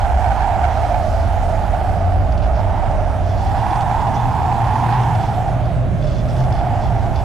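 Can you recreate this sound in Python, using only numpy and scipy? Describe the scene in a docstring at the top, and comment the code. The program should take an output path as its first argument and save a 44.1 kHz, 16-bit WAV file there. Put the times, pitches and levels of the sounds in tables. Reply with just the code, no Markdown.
"""Tornado behind farm sheds

A tornado passes behind farm sheds: a deep rumble and roar of shaped noise and a humming moan that climbs
as the vortex nears. Gusts raise and lower a howl, a noise band at sliding pitch, above hissing driven rain.
Nearby loose sheet metal creaks and ticks: grit-driven ringing modes with a short echo from the shed walls.
The wind overloads the recorder, whose flattened peaks add a rasp above the howl."""
import sys
import numpy as np
from scipy import signal
from scipy.io import wavfile
from scipy.ndimage import uniform_filter1d

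SR = 44100
rng = np.random.default_rng(int(sys.argv[2]) if len(sys.argv) > 2 else 0)


def persist_wave(psi):
    """Save psi, clipped to +-1, as 16-bit WAV."""
    counts = np.round(np.clip(psi, -1, 1) * 32767).astype(np.int16)
    wavfile.write(sys.argv[1], SR, np.atleast_2d(counts).T)


N = 319284

# Large eddies, spectrum of the rumble: (frequency [Hz], relative level per Hz [dB])
RUMBLE_SPECTRUM = [(15, -2), (28, -13), (40, -3.5), (55, -1.5), (75, -9), (110, -3.5)]
# Strength of the large eddies: (time [s], level [dB])
RUMBLE_LEVEL = [(0.0, -19), (0.75, -23), (1.5, -22), (2.9, -19.5), (3.3, -23), (5.2, -28), (5.9, -22),
                (6.7, -21), (7.24, -20.5)]
# Low swells of the rumble: (centre time [s], pitch [Hz], length [s], level [dB])
LOW_SWELLS = [(0.15, 70.5, 0.25, -22.5), (0.34, 60, 0.22, -19.5), (0.655, 72, 0.12, -17.5),
              (1.307, 90.6, 0.16, -20.5), (1.551, 36, 0.3, -22), (1.674, 84.7, 0.19, -21),
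              (1.93, 100, 0.14, -21.5), (2.357, 66.2, 0.15, -18.5), (2.516, 62.1, 0.19, -18),
              (2.7, 70, 0.11, -19), (2.926, 40.13, 0.32, -19.5), (6.06, 142.8, 0.14, -23)]
# The vortex tone: (time [s], pitch [Hz], level before the moan's own offsets [dB])
VORTEX = [(0.0, 56.7, -24.5), (0.2, 65.4, -26), (0.87, 79.7, -23), (1.17, 77.95, -19.5), (1.67, 86.8, -25),
          (1.9, 90.2, -29), (2.1, 91.8, -10.5), (2.28, 95.6, -25), (2.7, 97, -22), (3.0, 92, -28),
          (3.25, 93.1, -19.5), (3.73, 115.9, -22.5), (4.15, 117.7, -25), (4.27, 115.6, -15),
          (4.4, 121, -26), (4.62, 118.9, -15.5), (4.8, 124.3, -27), (5.0, 119.4, -15), (5.38, 117.5, -25.5),
          (5.66, 121.2, -19), (6.27, 120.3, -27), (6.4, 127.8, -13.5), (6.68, 124.1, -29),
          (7.0, 122, -17.5), (7.24, 117, -37)]
# Noise skirt of the moan: (multiple of vortex pitch [ratio], relative level [dB])
MOAN_SKIRT = [(.35, -23), (.55, -5.5), (.8, -4.5), (.93, -4), (1.0, -0.5), (1.08, -3), (1.25, -24)]
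# Surge just above the moan: (multiple of vortex pitch [ratio], relative level [dB])
SURGE_SPECTRUM = [(1.05, -2.5), (1.25, 4.5), (1.55, -6.5), (1.9, -7), (2.4, -19.5)]
# Smaller eddies, broad body of the wind: (frequency [Hz], relative level per Hz [dB])
ROAR_SPECTRUM = [(110, -4), (160, 3), (250, -1.5), (330, -4.5), (450, -7.5), (900, -14.5), (2000, -22),
                 (4000, -34.5)]
# Gusts over edges and wires: (time [s], howl level [dB], howl pitch [Hz], rain hiss level [dB])
GUSTS = [(0.0, -20.5, 766, -46.5), (0.6, -18.5, 774, -47), (0.9, -19, 744, -45.5), (1.1, -23, 718, -46),
         (1.9, -22.5, 728, -49), (2.3, -25.5, 684.7, -52), (2.78, -22.5, 737, -50.5), (3.1, -23, 698, -50),
         (3.25, -27, 690.4, -50.5), (3.65, -19, 824, -46), (4.4, -20.5, 813, -47.5),
         (4.95, -18.5, 850, -45), (5.3, -23, 779, -47), (5.6, -25, 709, -50.5), (5.91, -30.5, 619.7, -53.5),
         (6.2, -29, 658.5, -50), (6.38, -25, 725, -48), (6.68, -21.5, 735, -50.5), (6.9, -24, 749, -50.5),
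         (7.24, -26, 730.4, -49)]
# Band of the howl: (multiple of howl pitch [ratio], relative level [dB])
HOWL_SPECTRUM = [(.4, -49), (.7, -21.5), (.85, -6), (.95, 0), (1.05, -2.5), (1.2, -8.5), (1.4, -21),
                 (2.0, -24.5), (2.6, -31), (4.5, -43.5)]
# Upward spread of the howl: (time [s], lift of upper flank [dB], lift of the rush above it [dB])
HOWL_SPREAD = [(0, -1, 2), (.35, -2, 0.5), (.8, -5, -1), (1.3, 1, 2.5), (2.0, -2.5, 1), (2.6, 3.5, 1),
               (3.2, 4.5, 1), (3.6, 0, -1), (4.2, 1.5, -1.5), (4.6, 2, -2), (4.95, 1.5, 1.5),
               (5.4, -4.5, 0), (5.9, 0, -0.5), (6.5, -2, 0.5), (6.9, -2.5, -1), (7.15, 8, 2)]
# Modes of the loose sheet: (frequency [Hz], bandwidth [Hz], relative level [dB])
SHEET_MODES = [(3460, 115, -5.5), (2750, 400, -5), (3900, 700, -3), (4550, 600, -2), (5300, 600, -1),
               (6200, 1000, -2), (7400, 1200, -7)]
# Single ticks: (time [s], strength before SHEET_DB [dB], brightness [dB per octave])
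TICKS = [(2.3231, -26, -4), (2.3773, -24, -2), (2.911, -31, 12), (3.707, -25, -1), (3.757, -26, 2),
         (3.8077, -23, -2), (4.0052, -24, -4), (4.0161, -27, -2), (4.0702, -25, -6), (4.1598, -29, 6),
         (4.6424, -27, 2), (4.668, -30, 3), (5.0332, -24, -6), (5.1498, -22, -5), (5.34, -30, 1),
         (5.6545, -30, 3), (6.025, -28, -1), (6.364, -27, -2), (6.402, -27, 3), (6.4389, -29, 3),
         (6.5241, -23, 0), (6.552, -28, -2), (6.8216, -28, 1), (7.1591, -23, -4)]
# The sheet scraping on its fixings in runs of quick slips: (time [s], length [s],
# level before SHEET_DB [dB], brightness [dB per octave], lift of the narrow squeaking mode [dB])
CREAKS = [(2.394, 0.1, -48, -12, -11), (2.499, 0.16, -52, -1, -11), (3.21, 0.17, -51, 3, 0),
          (3.31, 0.26, -49, 0, -3), (3.551, .07, -48, -4, -4), (3.8, 0.036, -51, 1, -4),
          (4.0, 0.1, -64, -4, 5), (4.135, 0.036, -49, 6, -3), (4.12, 0.18, -51, -5, 8),
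          (4.859, 0.13, -49, -3, -9), (5.173, 0.15, -49, -2, -4), (5.961, 0.32, -48, 2, -2),
          (6.27, 0.06, -50, 5, -4), (6.366, 0.089, -53, 12, -1), (6.526, 0.1, -48, -5, -4),
          (6.81, 0.085, -50, 0, -2), (6.621, .5, -58, 2, -7), (7.12, 0.12, -48, -5, -8)]
# Driven rain, spectrum of the hiss: (frequency [Hz], relative level per Hz [dB])
RAIN_SPECTRUM = [(900, -14), (1500, -22), (3000, 5.5), (6000, 0.5), (9000, -5), (12000, -9.5), (15000, -20)]
# Likeness of the rain at the two microphones: (frequency [Hz], correlation [0 to 1])
RAIN_LIKENESS = [(900, .65), (4000, .62), (6000, .72), (8000, .84), (15000, .83)]

# Every pan is left minus right, in dB.
CORE_DB, BREAK_DB = -3.5, 1.5  # the clean hum relative to the vortex level, and how unevenly it breaks up
WAVER, WAVER_PER_S = .02, 10  # the hum strays from its pitch by this share, this often
HOWL_WANDER, HOWL_WANDER_PER_S = .017, 7  # the same for the howl
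HOWL_DRIFT_DB_PER_S, RAIN_DRIFT_DB_PER_S = 0.4602, 0.59  # from the right towards the middle
SURGE_DB = -31.5
SWELL_S, SWELL_DB, SWELL_SPREAD_S = 5.97, 7.5, 0.39  # the surge swells once, in the lull of the howl
ROAR_DB, ROAR_DB_PER_OCTAVE = -30.5, 3  # level with the moan at 100 Hz; the roar grows as the moan climbs
SHEET_DB = -2.5  # the sheet is half sunk in the wind
TICK_DECAY_S, TICK_PAN_DB = .003, 4  # time constant of a short rattle of grit, and its mean pan
SLIPS_PER_S, CREAK_LUMPS_DB = 110, 1.5  # average slip rate; slips come in uneven bunches
CEILING = 0.35  # amplitude where the recorder overloads
BASS_HZ, EDGE_HZ = 7, 14950  # recorder's bass roll-off and upper band limit


def rumble(t):
    """Large eddies: lumpy pressure, stronger on the windward right, only partly alike at the two microphones."""
    return air(lambda s, hz: read(RUMBLE_SPECTRUM, hz), column(RUMBLE_LEVEL, t, axis=1), size=4096,
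               same=0.46, pan_db=-8.5, patchy_db=1.07, patch_hz=30, patch_s=.08)


def low_swells(t):
    """The rumble's low swells: a few low cycles that swell and fade."""
    s, hz, length, db = np.transpose(LOW_SWELLS)[:, :, None]
    swell = gain_of(db) * np.exp(-(2 * (t - s) / length) ** 2)
    cycles = np.sqrt(2) * np.sin(2 * np.pi * (hz * t + rng.random(s.shape)))
    return (swell * cycles).sum(0) * panned(pan_db=-6.5)


def moan(t):
    """A broken hum on the vortex pitch, swelling and fading, on a skirt of noise reaching below it."""
    level_db = column(VORTEX, t, axis=2)
    stray = 1 + WAVER * wander(t, WAVER_PER_S)
    lumps = wander(t, WAVER_PER_S)
    pitch = stray * column(VORTEX, t, axis=1)
    hum = np.sqrt(2) * np.sin(2 * np.pi * np.cumsum(pitch) / SR)
    core = gain_of(level_db + CORE_DB + BREAK_DB * lumps) * hum * panned(pan_db=0.0)
    skirt_db = uniform_filter1d(level_db, SR // 2) - .8  # follows the vortex level over half a second
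    skirt = air(lambda s, hz: read(MOAN_SKIRT, hz / column(VORTEX, s, axis=1)), skirt_db,
                size=4096, same=1.0, pan_db=1.5, patchy_db=2.0, patch_hz=20, patch_s=.12)
    return core + skirt


def surge(t):
    """Smaller eddies tied to the vortex: a noise band just above the moan, rising with it."""
    level_db = SURGE_DB + SWELL_DB * np.exp(-((t - SWELL_S) / SWELL_SPREAD_S) ** 2)
    return air(lambda s, hz: read(SURGE_SPECTRUM, hz / column(VORTEX, s, axis=1)), level_db, size=2048,
               same=0.72, pan_db=-7.0, patchy_db=3.5, patch_hz=60, patch_s=.1)


def roar(t):
    """Smaller eddies: the broad body of the wind, louder at a higher vortex pitch."""
    level_db = ROAR_DB + ROAR_DB_PER_OCTAVE * np.log2(column(VORTEX, t, axis=1) / 100)
    return air(lambda s, hz: read(ROAR_SPECTRUM, hz), level_db, size=1024,
               same=0.51, pan_db=-5.0, patchy_db=0.8, patch_hz=150, patch_s=0.11)


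def howl(t):
    """Eddies shed from edges at a rate set by wind speed: one streaky band that slides and wanders with pitch."""
    def shape(s, hz):
        stray = 1 + HOWL_WANDER * wander(s, HOWL_WANDER_PER_S)
        ratio = hz / (column(GUSTS, s, axis=2) * stray)
        flank = np.exp(-(np.log(ratio + 1e-6) - np.log(1.33)) ** 2 / 0.014)
        rush = np.clip((ratio - 1.5) / 0.34, 0, 1)
        spread_db = flank * column(HOWL_SPREAD, s, axis=1) + rush * column(HOWL_SPREAD, s, axis=2)
        return read(HOWL_SPECTRUM, ratio) + spread_db
    return air(shape, column(GUSTS, t, axis=1), size=2048, same=1.0,
               pan_db=-7.0 + HOWL_DRIFT_DB_PER_S * t, patchy_db=1.5, patch_hz=40, patch_s=0.1)


def sheet():
    """Loose metal close by: ticks and creaks, with a short echo from the shed walls as a decaying noise tail."""
    near = np.zeros((2, N))
    add_ticks(near)
    for s, *run in CREAKS:
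        add(near, s, creak(*run) * panned(pan_db=-.5))
    tail = rng.standard_normal((2, 4000)) * gain_of(-60 * np.arange(4000) / SR / .1)  # 60 dB down per 0.1 s
    tail = tail / np.linalg.norm(tail[0])
    echo = signal.oaconvolve(near, tail, axes=1)[:, :N]
    return near + gain_of(-5.0) * echo


def add_ticks(near):
    """Each tick is a short rattle of grit that rings the sheet at a slightly different place and pan."""
    first_mode = np.arange(len(SHEET_MODES)) == 0
    chance = rng.standard_normal((len(TICKS), len(SHEET_MODES) + 1))
    fade = np.exp(-np.arange(400) / SR / TICK_DECAY_S)
    grits = rng.standard_normal((len(TICKS), 400)) * fade
    for (s, strength_db, brightness_db), (side, *tint), grit in zip(TICKS, chance, grits):
        ring = blow(brightness_db, 1.5 * np.array(tint) - 3.0 * first_mode)
        ring = np.convolve(ring, grit / np.linalg.norm(grit))
        add(near, s, gain_of(strength_db) * ring * panned(TICK_PAN_DB + 2.1 * side))


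def creak(length, db, brightness_db, squeak_db):
    """Uneven slips, each a small cluster of grit; some runs set the first, narrow mode squeaking."""
    count = int(length * SR)
    jitter, grit, tint, lumps = rng.standard_normal((4, SR // 2))
    lumps = evened(uniform_filter1d(lumps, size=600))
    rate = SLIPS_PER_S * (1 + 1.7 * uniform_filter1d(jitter, 400))
    turns = np.cumsum(rate)[:count] / SR
    pulses = 0.5 + np.exp(-(turns % 1) / 0.047)  # each slip starts hard and dies away
    slips = pulses * grit[:count] * signal.windows.tukey(count, .8)
    tiring_db = -4.0 * np.arange(count) / count  # each run tires as it goes
    slips = slips * gain_of(CREAK_LUMPS_DB * lumps[:count] + tiring_db)
    first_mode = np.arange(len(SHEET_MODES)) == 0
    tint_db = 1.5 * tint[:len(SHEET_MODES)] + squeak_db * first_mode
    return gain_of(db) * evened(np.convolve(slips, blow(brightness_db, tint_db)))


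def blow(brightness_db, tint_db):
    """The ring of the sheet after one blow; where it is struck tilts and tints its decaying modes."""
    hz, width, db = np.transpose(SHEET_MODES)[:, :, None]
    ring = np.arange(1200) / SR
    weight = gain_of(db + brightness_db * np.log2(hz / 4500) + tint_db[:, None])
    weight = weight * (-1.) ** np.arange(len(hz))[:, None]  # neighbours move in opposite sense and fill the gaps
    modes = np.exp(-np.pi * width * ring) * np.sin(2 * np.pi * hz * ring)
    contact = np.sin(np.pi / 2 * np.minimum(ring / .0008, 1)) ** 2  # a soft contact, not a crack
    sound = (weight * modes).sum(0) * contact
    return sound / abs(sound).max()


def rain(t):
    """Driven rain and grit: a smooth hiss of many small impacts, drifting from the right towards the middle."""
    return air(lambda s, hz: read(RAIN_SPECTRUM, hz), column(GUSTS, t, axis=3), size=512,
               same=lambda hz: read(RAIN_LIKENESS, hz), pan_db=-4.5 + RAIN_DRIFT_DB_PER_S * t,
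               patchy_db=1.6, patch_hz=1500, patch_s=.09)


def air(shape, level_db, size, same, pan_db, patchy_db, patch_hz, patch_s):
    """Noise from random short-time spectra: shape(t, hz) in dB, drifting patches, two partly alike channels."""
    hop = size // 4
    t = np.arange(N // hop + 5) * hop / SR
    hz = np.fft.rfftfreq(size, 1 / SR)[:, None]
    a, b, c, d, patches = rng.standard_normal((len(t), len(hz), 5), dtype=np.float32).T
    wide = int(patch_hz * size / SR) + 1
    long = int(patch_s * SR / hop) + 1
    patches = evened(uniform_filter1d(uniform_filter1d(patches, wide, 0), long, 1))
    colour = gain_of(shape(t, hz) + patchy_db * patches)
    colour = colour / np.sqrt(uniform_filter1d((colour ** 2).mean(0), 4 * long))  # level_db alone sets slow loudness
    same = np.clip(same(hz) if callable(same) else same, 0, 1)
    left = a + 1j * b
    right = same * left + np.sqrt(1 - same ** 2) * (c + 1j * d)
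    spectra = colour * np.array([left, right])
    noise = signal.istft(spectra, nperseg=size, noverlap=size - hop)[1][:, :N]
    return evened(noise) * gain_of(level_db) * panned(pan_db)


def wander(t, per_s):
    """Slow chance: random values at a steady rate, joined by straight lines."""
    knots = np.arange(0, N / SR + 1, 1 / per_s)
    return np.interp(t, knots, rng.standard_normal(len(knots)))


def gain_of(db):
    """Amplitude factor of a level in dB."""
    return 10 ** (np.asarray(db) / 20)


def evened(x):
    """Scale to an RMS of one."""
    return x / np.sqrt(np.mean(x ** 2) + 1e-20)


def read(points, x):
    """A curve joined by straight lines on a log axis, dropping to -90 outside its ends."""
    f, value = np.transpose(points)
    return np.interp(np.log(x + 1e-6), np.log(f), value, left=-90, right=-90)


def column(table, t, axis):
    """One column of a timed table, joined by straight lines."""
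    rows = np.array(table)
    return np.interp(t, rows[:, 0], rows[:, axis])


def panned(pan_db):
    """Left and right gains for a level difference, left minus right."""
    return gain_of(np.array([pan_db, -pan_db]).reshape(2, -1) / 2)


def add(mix, s, sound):
    """Lay a sound into the mix from time s, cut at the end."""
    part = mix[:, round(s * SR):][:, :sound.shape[1]]
    part += sound[:, :part.shape[1]]


def scene():
    """The wind's layers, the sheet close by and the rain, summed at the two microphones."""
    t = np.arange(N) / SR
    wind = rumble(t) + low_swells(t) + moan(t) + surge(t) + roar(t) + howl(t)
    return wind + gain_of(SHEET_DB) * sheet() + rain(t)


def record(dry):
    """Peaks are cut flat at the ceiling with a narrow knee; a bass roll-off tilts the flats; then the band limit."""
    knee = 58.0
    flat = dry / (1 + abs(dry / CEILING) ** knee) ** (1 / knee)
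    tilted = signal.lfilter(*signal.butter(1, BASS_HZ, "high", fs=SR), flat)
    band_limit = signal.firwin(1023, EDGE_HZ, window=("kaiser", 9), fs=SR)
    return signal.oaconvolve(tilted, band_limit[None], "same")


dry = scene()
out = record(dry)
persist_wave(out)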